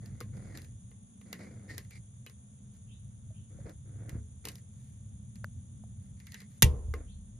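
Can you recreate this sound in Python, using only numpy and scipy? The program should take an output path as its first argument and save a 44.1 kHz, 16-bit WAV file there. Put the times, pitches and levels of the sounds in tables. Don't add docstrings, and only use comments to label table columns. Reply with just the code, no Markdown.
import sys
import numpy as np
from scipy import signal
from scipy.fft import rfft, irfft, next_fast_len
from scipy.io import wavfile

SR = 44100
rng = np.random.default_rng(int(sys.argv[2]) if len(sys.argv) > 2 else 0)


def put_to_file(sound):
    columns = np.atleast_2d(sound).T
    safe = np.clip(columns, -1, 1)
    whole_steps = np.round(safe * 32767)
    wavfile.write(sys.argv[1], SR, whole_steps.astype(np.int16))


N = 325899
TIME = np.arange(N) / SR


def from_db(db):
    return 10 ** (np.asarray(db) / 20)


def rms_one(x):
    return x / np.sqrt(np.mean(x ** 2) + 1e-20)


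def at_hz(points, hz):
    f, value = np.transpose(points)
    return np.interp(np.log(hz + 1), np.log(f), value)


def drift(per_s):
    knots = rng.standard_normal(int(N / SR * per_s) + 2)
    return rms_one(np.interp(TIME * per_s, np.arange(len(knots)), knots))


def band(x, hz, kind):
    return signal.sosfilt(signal.butter(2, hz, kind, fs=SR, output="sos"), x + 1e-18)


# f/Hz, correlation
NEAR_COHERENCE = [(100, 1), (300, 1), (700, 0.077), (1400, 0.4), (2200, 0.44), (4000, 0.35), (8000, 1),
                  (15000, 0.28)]

def noise(spectrum, coherence=NEAR_COHERENCE):
    size = next_fast_len(N)
    hz = np.arange(size // 2 + 1) * SR / size
    mid, side = rfft(rng.standard_normal((2, size))) * from_db(at_hz(spectrum, hz))
    alike = at_hz(coherence, hz)
    mid, side = mid * np.sqrt(1 + alike), side * np.sqrt(1 - alike)
    return rms_one(irfft(np.array([mid + side, mid - side]), size)[:, :N])


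def decay(start, t60, rise_s=.0004):
    out, first = np.zeros(N), int(start * SR)
    age = TIME[:min(N - first, int(2 * t60 * SR))]
    out[first:first + len(age)] = np.exp(-np.log(1000) * age / t60) * (1 - np.exp(-age / rise_s))
    return out


def strikes(rows):
    force = np.zeros(N)
    for start, db, *_ in rows:
        force[int(start * SR)] += from_db(db)
    return force


def ring(force, modes, spread_rad):
    out = np.zeros((2, N))
    for hz, db, t60 in modes:
        pole = np.exp((2j * np.pi * hz - np.log(1000) / t60) / SR)
        swing = signal.lfilter([from_db(db)], [1, -pole], force + 1e-18)
        turn = .5 * spread_rad * rng.uniform(.5, 1.5)
        out += np.real(swing * np.exp(1j * turn * np.array([[1], [-1]])))
    return out


def struck(rows, modes, spread_rad, sustain=1):
    force = strikes(rows)
    modes = [(hz, db, t60 * sustain) for hz, db, t60 in modes]
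    return ring(force, modes[::2], spread_rad) - ring(force, modes[1::2], spread_rad)


# f/Hz, level/dB
AIR_SPECTRUM = [(100, 1.5), (500, -0.5), (900, -9.5), (2200, -16), (4700, -22), (9500, -27), (11000, -46),
                (16000, -54)]

def air(level_db):
    return from_db(level_db) * noise(AIR_SPECTRUM, [(300, .14), (1000, .036)])


# f/Hz, level/dB
RUMBLE_SPECTRUM = [(15, -45.5), (30, -19), (50, -9.5), (75, -4), (105, 1.5), (130, -1), (162, -12),
                   (200, -15), (245, -22.5), (300, -32), (450, -51.5), (800, -78)]
DRONE_SPECTRUM = [(130, -32), (175, -3), (205, 2), (245, -10), (300, -26.5), (600, -64.5)]
# t/s, relative level/dB
RUMBLE_ENVELOPE = [(0.0, -48), (0.19, -46), (0.45, -46.5), (1.0, -55), (1.26, -58.5), (1.6, -53.5),
                   (2.8, -55), (3.01, -51.5), (3.4, -48.5), (4.1, -49), (4.25, -55), (4.5, -50.5),
                   (4.6, -56), (5.36, -48), (6.2, -52.5), (6.55, -56.5)]
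DRONE_ENVELOPE = [(0.0, -57), (0.33, -53), (0.78, -62.5), (1.39, -54.5), (1.64, -57.5), (2.06, -66.5),
                  (2.66, -60.5), (4.25, -66.5), (5.23, -58), (6.55, -59.5)]
# f/Hz, correlation
LOW_COHERENCE = [(120, .96), (400, .8)]

def rumble(low_db, drone_db, waver_db, waver_per_s):
    low_level = np.interp(TIME, *np.transpose(RUMBLE_ENVELOPE)) + low_db + waver_db * drift(waver_per_s)
    drone_level = np.interp(TIME, *np.transpose(DRONE_ENVELOPE)) + drone_db
    low = from_db(low_level) * noise(RUMBLE_SPECTRUM, LOW_COHERENCE)
    return low + from_db(drone_level) * noise(DRONE_SPECTRUM, LOW_COHERENCE)


# f/Hz, level/dB
INSECT_SPECTRUM = [(2800, -21), (3550, -8.5), (4300, -30.5), (5300, -28), (5900, -10), (6750, 0),
                   (7200, -2), (7800, -21), (8500, -9), (9250, 8), (9800, -6.5), (10400, -43.5),
                   (12000, -49)]

def insects(level_db, flutter_db):
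    chorus = noise(INSECT_SPECTRUM, [(3500, .2), (6500, .22), (9000, .97)])
    return from_db(level_db + flutter_db * drift(250) + .5 * drift(5)) * chorus


# t/s, duration/s, start f/Hz, end f/Hz, level/dB
BIRD_CALLS = [(2.865, 0.09, 2500, 3950, -62), (3.335, 0.06, 2300, 3500, -66), (7.06, 0.07, 2616, 4140, -63)]

def bird(rough_hz, echo_t60):
    song, jitter_hz = np.zeros(N), rough_hz * drift(400)
    for start, length, start_hz, end_hz, db in BIRD_CALLS:
        progress = np.clip((TIME - start) / length, 0, 1)
        hz = start_hz + (end_hz - start_hz) * progress + jitter_hz
        song += from_db(db) * np.sin(np.pi * progress) * np.sin(2 * np.pi * np.cumsum(hz) / SR)
    echoes = rng.standard_normal((2, SR // 2)) * decay(0, echo_t60)[:SR // 2]
    return signal.fftconvolve(song[None], echoes / np.linalg.norm(echoes[0]), axes=1)[:, :N]


# f/Hz, level/dB
CONTACT_SPECTRUM = [(200, 11.5), (500, -1.5), (1400, 4), (1950, 8), (2400, 1.5), (3300, -3.5), (4000, 1),
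                    (6500, -5.5), (9000, 0), (12500, -3.5), (14000, -4), (15000, -11), (16500, -41)]

def contact_noise():
    return noise(CONTACT_SPECTRUM)


# t/s, duration/s, relative level/dB
HAND_RUSTLES = [(2.72, 0.07, -74), (4.68, 0.33, -76), (5.98, 0.13, -77), (6.47, 0.15, -71)]

def rustles(grain_db):
    swells = sum(from_db(db) * np.sin(np.pi * np.clip((TIME - start) / length, 0, 1))
                 for start, length, db in HAND_RUSTLES)
    grains = rms_one(from_db(grain_db * drift(150)))
    return swells * grains * band(contact_noise(), 1300, "high")


# t/s, level/dB, f/Hz, T60/s
DULL_TAPS = [(3.305, -56.5, 633, 0.074), (3.588, -49, 555, 0.1), (3.656, -48, 470, 0.08),
             (3.686, -51, 570, 0.07), (5.4423, -35.5, 583, 0.02), (5.4440, -20.5, 1560, 0.0063),
             (5.838, -45, 695, 0.014)]

def taps(tick_db):
    tones = sum(from_db(db) * decay(start, t60) * np.sin(2 * np.pi * hz * (TIME - start))
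                for start, db, hz, t60 in DULL_TAPS)
    ticks = sum(from_db(db) * decay(start, t60=.0048) for start, db, *_ in DULL_TAPS)
    return tones + from_db(tick_db) * ticks * contact_noise()


# t/s, level/dB
JOLTS = [(2.2695, -51.5), (4.4535, -52), (4.4722, -51), (4.486, -50), (6.343, -52)]
# f/Hz, level/dB, T60/s
CONNECTOR_MODES = [(2550, 1, .045), (2915, -1, .07), (3130, -3, .045), (3975, -3, .05)]

def connector():
    return struck(JOLTS, CONNECTOR_MODES, spread_rad=.49)


# f/creak pitch, level/dB, T60/s
STRAP_MODES = [(0.341, -14, 0.066), (0.958, 7, 0.054), (1.029, 2, 0.11), (2.17, -23, 0.024)]

def creak(pitch_hz, slips_per_s=700, wander=.035):
    slips = (rng.random(N) < slips_per_s / SR) * rng.standard_normal(N)
    phase = 2 * np.pi * np.cumsum(pitch_hz * (1 + wander * drift(20))) / SR
    swing = 0
    for multiple, db, t60 in STRAP_MODES:
        carrier = np.exp(1j * multiple * phase)
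        pole = from_db(-60 / (t60 * SR))
        swing += carrier * signal.lfilter([from_db(db)], [1, -pole], slips / carrier)
    return rms_one(np.real(swing * np.exp(.27j * np.array([[1], [-1]]))))


def slide(start, length, run_out, attack_s=.0093):
    age = TIME - start
    return np.clip(age / attack_s, 0, 1) * np.exp(-np.clip((age - length) / run_out, 0, 20))


# f/Hz, level/dB
RASP_SPECTRUM = [(500, -16), (1100, -14), (1600, -12), (1950, 3), (2200, 1), (2600, -15), (3200, -17),
                 (4300, -4), (5200, -7), (5800, -13), (8000, -5), (13500, -32), (15000, -34)]
DRAG_SPECTRUM = [(150, -10), (300, 8), (380, 0), (520, 2), (620, -5), (700, -3), (820, -12), (1100, -15),
                 (1400, -11), (2200, -15), (5000, -80)]
# t/s, duration/s, run-out/s, relative level/dB, rasp offset/dB, swell/dB, creak pitch f/Hz
STROKES = [(0.01, 0.39, 0.046, -71, -6.5, -19, 1970), (0.328, 0.2, 0.017, -62.5, -5.5, 8, 2030),
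           (0.54, 0.056, 0.048, -60, 3.5, -11, 1907), (1.25, 0.13, 0.018, -64.5, -2.5, 5, 2110),
           (1.385, 0.054, 0.02, -57, -1, 6, 2120), (1.458, 0.34, 0.034, -65.5, -9, -12, 2150),
           (1.68, 0.034, 0.041, -66, 14, 9, 1902), (1.903, 0.068, 0.011, -76.5, 18.5, 7, 2175),
           (3.5, 0.15, .03, -68, -12, 8, 1960), (3.655, 0.052, .015, -57, -10, 0, 2000),
           (3.85, .31, .025, -65, -25, 28, 2100), (4.44, 0.084, 0.036, -61, -4, -14, 2130),
           (6.158, 0.26, 0.018, -89.5, 23.5, 18, 2050), (6.945, 0.073, 0.04, -58.5, -29, -16, 1920)]

def rubbing(hiss_db, creak_db, drag_db, snag_db, teeth_per_s, unevenness):
    rasp_gain, drag_gain = np.zeros((2, N))
    pitch_hz = np.full(N, float(STROKES[0][-1]))
    for start, length, run_out, db, rasp_db, swell_db, hz in STROKES:
        tension_db = swell_db * (np.clip((TIME - start) / length, 0, 1) - .5)
        stroke = from_db(db) * slide(start, length, run_out)
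        rasp_gain += from_db(rasp_db + tension_db) * stroke
        drag_gain += from_db(drag_db + .45 * tension_db) * stroke
        pitch_hz[TIME >= start] = hz
    tooth_phase = np.cumsum(teeth_per_s * np.exp(unevenness * drift(30))) / SR % 1
    braking_db, grain_db, snag_spread_db, snag_t60 = 5.5, 2, 2.5, .038
    jerks = rms_one(from_db(-braking_db * tooth_phase))
    grains = rms_one(from_db(grain_db * drift(400)))
    rasp = from_db(hiss_db) * grains * noise(RASP_SPECTRUM) + from_db(creak_db) * creak(pitch_hz)
    drag = grains * noise(DRAG_SPECTRUM)
    tick_db = snag_db + snag_spread_db * np.clip(drift(51), -2, 1)
    ticks = from_db(tick_db - 60 * tooth_phase / teeth_per_s / snag_t60) * contact_noise()
    return jerks * (rasp_gain * rasp + drag_gain * drag) + rasp_gain * ticks


# f/Hz, level/dB, T60/s
TOOL_MODES = [(912, -11, .1), (1880, -3, .05), (1955, 1, .06), (2010, -6, .06), (2350, -2, .08),
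              (2715, -2, .07), (2752, -1, .09), (2838, -2, .06), (3345, -1.5, .045), (3483, -8, .08),
              (4300, -8, .055), (4990, -6, .05), (5929, -3, .06), (6265, 1, .055), (6476, -2, .045),
              (6910, -1, .045), (7200, -1, .045), (10400, -3, .035), (12530, 0, .04)]

def tool_ring(blows, spread_rad, sustain=1):
    return struck(blows, TOOL_MODES, spread_rad, sustain)


# f/Hz, level/dB, T60/s
HOUSING_MODES = [(312, -9.5, .1), (417, -4, 0.11), (484, -0.5, 0.067), (1069, -11.5, 0.15),
                 (1220, -8.5, 0.066), (2084, -3.5, 0.048)]
# t/s, relative level/dB, knock offset/dB, treble offset/dB
CONTACTS = [(0.059, -54, -22, 5.5), (0.204, -49.5, 9, 10), (0.21, -43, 10, -10), (0.368, -61, -20, 4),
            (0.5734, -46, -21, 5), (0.584, -50.5, -4, -8), (0.618, -58, -5, 8), (0.645, -53.5, -16, -1),
            (0.914, -58, 4, -20), (1.213, -54.5, -1, -6), (1.3284, -34.5, -6.5, -1), (1.78, -38, -5.5, 4.5),
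            (1.848, -58.5, -27, -5), (1.908, -48.5, -15, -5.5), (2.2635, -45, -2, -1), (2.297, -54.5, 0, 2),
            (3.694, -56.5, 0, 5), (4.0936, -45, -7, 1.5), (4.4528, -38.5, -2.5, 8), (4.4715, -45.5, 4, -1),
            (4.4854, -44, -7, 10.5), (4.5166, -59, -2, 5), (4.555, -55, -1, 9), (4.5822, -59.5, -8, 1),
            (5.356, -53, -11, 1), (6.2004, -52.5, -20, -1.5), (6.2684, -45.5, -25, -4),
            (6.3203, -49, -25, 3.5), (6.343, -38, -14.5, -7), (6.403, -51.5, -16, 4),
            (6.417, -52.5, -1, -7), (6.9387, -42.5, 15.5, -0.5)]

def clicks(knock_db, body_db, edge_db, top_db, housing_db, ring_db):
    scatter_db, bright_scatter_db = -11.5, -21.5
    knock, body, treble = np.zeros((3, N))
    for start, db, knock_offset, treble_offset in CONTACTS:
        crack = from_db(db) * decay(start, t60=.009)
        scatter = from_db(db) * decay(start, t60=.13)
        knock += from_db(knock_offset) * crack
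        body += crack + from_db(scatter_db) * scatter
        treble += from_db(treble_offset) * (crack + from_db(bright_scatter_db) * scatter)
    grain = contact_noise()
    knocks = [(start, db + knock_offset) for start, db, knock_offset, _ in CONTACTS]
    return (from_db(knock_db) * band(grain * knock, [330, 1250], "band")
            + from_db(body_db) * band(grain * body, [1550, 3400], "band")
            + from_db(edge_db) * band(contact_noise() * treble, [3700, 8500], "band")
            + from_db(top_db) * band(grain * treble, 7200, "high")
            + from_db(housing_db) * struck(knocks, HOUSING_MODES, spread_rad=.36)
            + from_db(ring_db) * tool_ring(CONTACTS, spread_rad=.22, sustain=.4))


# t/s, relative level/dB, duration/s
PUSHES = [(4.128, -36.5, 0.0047), (4.153, -36.5, 0.0028), (4.162, -37, 0.0061), (6.629, -18, 0.0057),
          (6.635, -9.5, 0.0089), (6.884, -27.5, 0.0084)]
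# f/Hz, level/dB, T60/s
PANEL_MODES = [(43, -29, 2.5), (57.3, -22, 1.3), (71.9, -6.5, .39), (75.6, -16.5, 1.29), (109.5, 2, .091),
               (145, -11, .28), (204, -17, .19), (238.8, -15.5, .58), (350, -24, .31), (421, -13, .45),
               (488, -16, .55), (580, -18, .21), (915, -23, .35), (1060, -23, .42)]

def panel(blow, blow_db, gain_db):
    force = from_db(blow_db) * strikes([blow])
    for start, db, length in PUSHES:
        push, first = np.sin(np.linspace(0, np.pi, int(length * SR))), int(start * SR)
        force[first:first + len(push)] += from_db(db) * push / push.sum()
    return from_db(gain_db) * ring(force, PANEL_MODES, spread_rad=.3)


# f/Hz, level/dB
CUT_SPECTRUM = [(100, -0.5), (250, 3.5), (480, -2.5), (700, -9.5), (1000, -9), (1350, -7.5), (1900, 2.5),
                (2300, -3), (3300, 4.5), (4200, -4), (6700, -1.5), (9200, 6), (10500, -2), (12700, -2.5),
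                (14000, -3), (14800, -20.5)]
WASH_SPECTRUM = [(120, 13), (250, -6), (480, 1), (700, -11.5), (1020, -11.5), (1400, -25), (2500, -32),
                 (6000, -48)]
# t/s, level/dB, T60/s
CUT_CRACKS = [(6.6225, -1.5, 0.007), (6.6266, -6, 0.013), (6.6292, -15, 0.007)]
SPRING_SLAM = CUT_CRACKS[1]

def cut(ring_db, ground_db, ground_delay_s, scatter_db, wash_db):
    slam_s = SPRING_SLAM[0]
    cracks = sum(from_db(db) * decay(start, t60) for start, db, t60 in CUT_CRACKS)
    direct = noise(CUT_SPECTRUM) * cracks + from_db(ring_db) * tool_ring([SPRING_SLAM], spread_rad=1)
    ground = from_db(ground_db) * np.pad(direct, [(0, 0), (int(ground_delay_s * SR), 0)])[:, :N]
    scatter = from_db(scatter_db) * band(noise(CUT_SPECTRUM), 9700, "low") * decay(slam_s, t60=.14)
    wash = from_db(wash_db) * noise(WASH_SPECTRUM) * decay(slam_s, t60=.59)
    return direct + ground + scatter + wash


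def scene():
    return (air(level_db=-72)
            + rumble(low_db=2.5, drone_db=2, waver_db=1.92, waver_per_s=14)
            + insects(level_db=-63.5, flutter_db=.5)
            + bird(rough_hz=200, echo_t60=.35)
            + rustles(grain_db=1.5) + taps(tick_db=-10.5) + connector()
            + rubbing(hiss_db=-5, creak_db=-4.5, drag_db=4.5, snag_db=-7, teeth_per_s=32, unevenness=.31)
            + clicks(knock_db=11.5, body_db=4.5, edge_db=9, top_db=5.5, housing_db=-9.5, ring_db=-12)
            + panel(SPRING_SLAM, blow_db=-25.5, gain_db=5.5)
            + cut(ring_db=-18.5, ground_db=-20, ground_delay_s=.018, scatter_db=-27, wash_db=-28))


# f/Hz, lag/rad
LEFT_PORT_LAG = [(4500, 0), (6500, 1.2), (8200, 3.1), (9700, 4.2), (11000, 6.2), (13000, 6.4), (15000, 9.4)]

def record(dry):
    size = next_fast_len(N + SR // 10)
    hz = np.arange(size // 2 + 1) * SR / size
    left = irfft(rfft(dry[0], size) * np.exp(-1j * at_hz(LEFT_PORT_LAG, hz)), size)[:N]
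    ports = band(np.array([left, dry[1]]), 33, "high")
    return signal.sosfilt(signal.ellip(10, .1, 80, 16200, fs=SR, output="sos"), ports)


dry = scene()
out = record(dry)
put_to_file(out)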